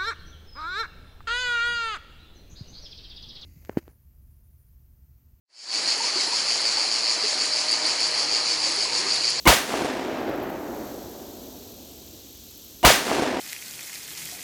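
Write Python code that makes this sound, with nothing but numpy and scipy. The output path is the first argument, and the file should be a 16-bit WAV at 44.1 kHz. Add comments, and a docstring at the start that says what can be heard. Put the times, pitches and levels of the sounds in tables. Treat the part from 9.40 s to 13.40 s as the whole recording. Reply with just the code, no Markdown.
"""A sharp bang and a long, dulling roll: a shotgun fires twice from a roofed wooden stand by a wood.
Each shot opens with a choked crack and a honk, then bursts into a blast that makes the stand ring.
Leaves, trunks and the far woods throw it back, and the air takes more treble from the later echoes.
Cicadas and a katydid (a bush cricket) sing throughout, over a faint, far rumble.
An automatic volume control turns everything down at each shot, then creeps back up."""
import sys
import numpy as np
from scipy import signal
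from scipy.fft import rfft, irfft
from scipy.io import wavfile

SR = 44100
rng = np.random.default_rng(int(sys.argv[2]) if len(sys.argv) > 2 else 0)


def file_out(sig):
    """Save sig as 16-bit WAV at sys.argv[1]."""
    # one column per channel
    cols = np.atleast_2d(sig).T
    # limit, then scale
    lim = np.clip(cols, -1, 1)
    pcm = np.round(lim * 32767).astype(np.int16)
    wavfile.write(sys.argv[1], SR, pcm)


N = 176400  # 4 s


# the shots: (start t/s, blast level/dB, leaf hiss level/dB, echo level/dB)
SHOTS = [(0.054, 0.5, 0.5, -0.5), (3.4291, -1.9, 2.1, 1)]
def shots():
    """Both shots leave from the same spot, so they share one pattern of echoes."""
    blast = muzzle_blast() + stand_bounces()
    hiss = leaf_hiss()
    echoes = woods_echo() + sharp_echoes()
    out = np.zeros(N)
    for number, (start_s, blast_db, hiss_db, echo_db) in enumerate(SHOTS):
        shot = honk(number) + from_db(blast_db) * blast
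        shot += from_db(hiss_db) * hiss + from_db(echo_db) * echoes
        start = int(start_s * SR)
        out[start:] += shot[:N - start]
    return out


# tone colour (how strong each pitch is) of the thin crack and of the blast: (f/Hz, level/dB)
CRACK_COLOUR = [(60, -11.5), (200, -3), (700, 3), (1500, -5.5), (3500, -11), (7000, -14), (17000, -24)]
BLAST_COLOUR = [(30, -4.5), (60, -10), (115, 7.5), (175, -1.5), (240, 7), (330, -23), (480, -11),
                (900, -1.5), (1500, -1), (2500, -3), (4000, -4.5), (8000, -12), (17000, -15.5)]
# tones of the low thump under the roof, and of the shaken stand: (f/Hz, level/dB)
THUMP_TONES = [(57, 5), (107, -1), (146, -3)]
STAND_TONES = [(240, -4.5), (397, -15), (553, -4), (697, -15), (932, -5.5), (1007, -7.5), (1122, -0.5),
               (1236, -2), (1390, -10.5), (1542, -4.5), (1852, -9.5), (2234, -15), (2621, -11.5),
               (3057, -13.5)]
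def muzzle_blast():
    """A thin crack, then the blast, which thumps under the roof and sets the stand ringing."""
    t = seconds()
    onset = dict(start_s=.0195, rise_s=.0014)
    crack = from_db(-24.5) * noise(CRACK_COLOUR) * burst(0, rise_s=.001, hold_s=.005, fall_db_per_s=299.5)
    blast = from_db(10.5) * noise(BLAST_COLOUR) * burst(**onset, hold_s=.024, fall_db_per_s=519.5)
    thump = sum(from_db(db) * np.sin(2 * np.pi * hz * t) for hz, db in THUMP_TONES)
    thump *= swell(peak_s=.044, width_s=.017)
    ring = sum(from_db(db) * np.sin(2 * np.pi * (hz * t + rng.random())) for hz, db in STAND_TONES)
    return crack + blast + (thump + ring) * burst(**onset, hold_s=.031, fall_db_per_s=334)


# tones of the honk just before the blast: (f/Hz, first shot level/dB, second shot level/dB)
HONK_TONES = [(349, -13.5, -22.5), (717, -27, -12.5), (977, -12.5, -17.5), (2080, -16, -35),
              (2900, -24.5, -22)]
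def honk(shot_number):
    """Wavering tones swell for a moment as the pressure wave overwhelms the microphone."""
    tones = 0
    for hz, *levels_db in HONK_TONES:
        wavering_hz = hz + 59.4 * drift(300)
        tones += from_db(levels_db[shot_number]) * sine(wavering_hz)
    return np.sqrt(2) * tones * swell(peak_s=.017, width_s=.0052)


# bounces off the stand: (delay t/s, level/dB)
BOUNCES = [(0.0241, 8.5), (0.043, 9.5), (0.052, 8.5), (.0655, 2), (0.077, 5)]
# their dull colour: (f/Hz, level/dB)
BOUNCE_COLOUR = [(50, -10), (150, -0.5), (350, 2.5), (900, 4), (1600, -5), (3000, -14.5), (8000, -31),
                 (17000, -36)]
def stand_bounces():
    """The roof, floor and walls throw the blast back in a few quick, dull bursts."""
    return noise(BOUNCE_COLOUR) * sum(from_db(db) * swell(delay, width_s=.0027) for delay, db in BOUNCES)


# colour of the sound scattered by leaves: (f/Hz, level/dB)
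LEAF_COLOUR = [(50, -6.5), (150, -3), (300, 0), (600, 3), (1500, 4.5), (2800, 2.5), (4000, 1.5),
               (6500, -2.5), (10000, -8), (17000, -14)]
def leaf_hiss():
    """Nearby leaves throw the blast back as a short, bright hiss."""
    return from_db(7) * noise(LEAF_COLOUR) * burst(.024, rise_s=.013, hold_s=.039, fall_db_per_s=168.5)


# single echoes: (delay t/s, peak level/dB, half-width t/ms)
SHARP_ECHOES = [(.049, 14, 0.36), (0.0645, 14, 0.1), (.0722, 12, 0.15), (.0752, 15, 0.38),
                (.0769, 15.5, 0.4), (.2515, -0.5, 0.11), (0.2869, 9, 0.26), (.3565, 3, 0.3),
                (0.3674, -1, .35), (0.3936, 3, 0.34), (0.4072, -3, 0.39), (0.762, -6, 0.28),
                (.842, -8.5, 0.38), (.852, -13, 0.48), (.933, -12, .4), (.965, -21, 0.49)]
def sharp_echoes():
    """Posts, ground and trunks each return one click, a quick down-and-up swing of air pressure."""
    out = np.zeros(N)
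    for delay, db, width_ms in SHARP_ECHOES:
        width = width_ms / 1000
        swing = (seconds() - delay) / width * swell(delay, width)
        out += from_db(db) * np.exp(.5) * swing  # exp(.5) brings the swing's peak to 1
    return out


# strength of the rolling echo: (delay t/s, level/dB)
WOODS_LEVEL = [(.08, 0), (.2, -7), (.25, 1), (.31, 1.5), (.39, 0.5), (.44, -0.5), (.47, -3), (.6, -5.5),
               (.82, -7.5), (1.0, -10.5), (1.3, -18.5), (1.601, -23), (1.95, -25), (2.35, -28.5),
               (2.801, -31.5), (3.4, -46)]
# its colour before the air dulls it: (f/Hz, level/dB)
WOODS_COLOUR = [(40, -19), (100, -14.5), (170, -12), (250, 1.5), (360, 2.5), (480, 0), (700, 1),
                (1100, -5.5), (1700, -4.5), (3200, -8), (6400, -8), (12000, -13.5), (17000, -20.5)]
def woods_echo():
    """Countless trunks each return a small pulse; the longer the path, the more treble the air takes."""
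    t, octave = seconds(), np.log2(freqs())
    sizes = rng.standard_normal(N) * from_db(drift(250))
    pulses_per_s = 14000 * (1 + t)
    arrivals = rng.random(N) < pulses_per_s / SR
    spectrum = rfft(coloured(sizes * arrivals, WOODS_COLOUR))
    bands_hz, roll = np.geomspace(40, 18000, 18), 0
    for hz, this_band in zip(bands_hz, np.eye(len(bands_hz))):
        band = irfft(spectrum * np.interp(octave, np.log2(bands_hz), this_band), N)
        air_loss_db_per_s = 11 * (hz / 1000) ** .65
        roll += band * from_db(-air_loss_db_per_s * t)
    delays, db = np.transpose(WOODS_LEVEL)
    fade_in = np.minimum(t / delays[0], 1) ** 2
    return roll * from_db(np.interp(t, delays, db)) * fade_in


# colours of the katydid's buzz and ticks: (f/Hz, level/dB)
BUZZ_COLOUR = [(8000, -33.5), (10400, -20.5), (11500, -7), (12300, -9.5), (12700, 0.5), (13200, -7),
               (14600, -3.5), (15800, -12.5), (17500, -12)]
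TICK_COLOUR = [(7000, -25), (10500, -12), (13000, -1), (17000, -2)]
# strength of the buzz over time, and of each tick: (t/s, level/dB)
BUZZ_LEVEL = [(0, -49), (.6, -43.5), (1.2, -49.5), (1.7, -50), (2.1, -49.5), (2.7, -51.5), (3.3, -50.5),
              (4, -46)]
TICKS = [(.819, -43), (.896, -37), (.960, -41), (1.033, -37), (1.102, -40), (3.038, -50.5), (3.111, -47),
         (3.178, -43), (3.248, -43)]
def katydid():
    """A high buzz pulsed by the wing strokes, and short runs of single ticks."""
    wingbeat_hz = 46 + .6 * drift(4)
    strokes = 1 + .28 * sine(wingbeat_hz)
    buzz_db = np.interp(seconds(), *np.transpose(BUZZ_LEVEL))
    buzz = noise(BUZZ_COLOUR) * strokes * from_db(buzz_db)
    ticks = noise(TICK_COLOUR) * sum(from_db(db) * swell(s, width_s=.0035) for s, db in TICKS)
    return buzz + ticks


# colour of the cicada chorus: (f/Hz, level/dB)
CICADA_COLOUR = [(1500, -42), (2300, -11.5), (3200, -2), (4200, 0.5), (5000, -2.5), (6100, 1), (7800, -4),
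                 (8800, -9.5), (10300, -15.5), (17000, -20.5)]
def cicadas():
    """Many cicadas blend into one steady hiss."""
    return from_db(-50) * noise(CICADA_COLOUR)


# colour of the rumble: (f/Hz, level/dB)
RUMBLE_COLOUR = [(20, -22), (35, -11.5), (58, 1.5), (90, -2.5), (150, -11.5), (280, -4), (450, -12),
                 (700, -19), (1200, -25.5), (2200, -27.5), (10000, -28.5)]
def far_rumble():
    """A faint, steady, low noise from far away."""
    return from_db(-51) * noise(RUMBLE_COLOUR)


def from_db(db):
    """Turn decibels into a multiplier: 0 dB is 1, -6 dB about half."""
    return 10 ** (np.asarray(db) / 20)


def seconds():
    """The time of every sample."""
    return np.arange(N) / SR


def freqs():
    """The frequency of every point in a spectrum, at least 1 Hz."""
    return np.maximum(np.arange(N // 2 + 1) * SR / N, 1)


def coloured(x, colour):
    """Give a sound a tone colour, then set its average power to 1."""
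    hz, db = np.transpose(colour)
    f = freqs()
    gain = from_db(np.interp(np.log(f), np.log(hz), db))
    shaped = irfft(rfft(x) * gain / (1 + (28 / f) ** 4), N)  # fades away below 28 Hz
    return shaped / np.sqrt(np.mean(shaped ** 2) + 1e-20)


def noise(colour):
    """Steady noise with the given tone colour."""
    return coloured(rng.standard_normal(N), colour)


def drift(points_per_s):
    """Glide between random values, typically about 1 away from zero."""
    points = rng.standard_normal(4000)
    return np.interp(seconds() * points_per_s, np.arange(len(points)), points)


def sine(hz):
    """A smooth wave that follows a changing frequency."""
    return np.sin(2 * np.pi * np.cumsum(hz) / SR)


def burst(start_s, rise_s, hold_s, fall_db_per_s):
    """A level that rises, holds and dies away."""
    t = seconds() - start_s
    return np.clip(t / rise_s, 0, 1) * from_db(-fall_db_per_s * np.clip(t - rise_s - hold_s, 0, 2))


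def swell(peak_s, width_s):
    """A bell-shaped rise and fall."""
    return np.exp(-.5 * np.minimum(((seconds() - peak_s) / width_s) ** 2, 200))


def scene():
    """Shots over the summer wood, in one channel."""
    background = far_rumble() + cicadas()
    return (shots() + katydid() + background)[None]


def record(dry):
    """The volume drops at each blast and recovers slowly; peaks are rounded and the top treble is cut."""
    limit_db, recovery_db_per_s, ceiling, cutoff_hz = -10, 18, .8, 17300
    smoothing_s, lookahead_s = .007, .0014
    t, memory = seconds(), np.exp(-1 / (smoothing_s * SR))
    power = signal.lfilter([1 - memory], [1, -memory], dry[0] ** 2)
    excess_db = np.maximum(10 * np.log10(power + 1e-12) - limit_db, 0)
    recovery_db = recovery_db_per_s * t
    drop_db = np.maximum.accumulate(excess_db + recovery_db) - recovery_db
    turned_down = dry * from_db(-np.interp(t + lookahead_s, t, drop_db))
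    rounded = turned_down / (1 + (turned_down / ceiling) ** 4) ** .25
    treble_cut = signal.ellip(10, .1, 80, cutoff_hz, fs=SR, output="sos")
    return signal.sosfilt(treble_cut, rounded)


dry = scene()
out = record(dry)
file_out(out)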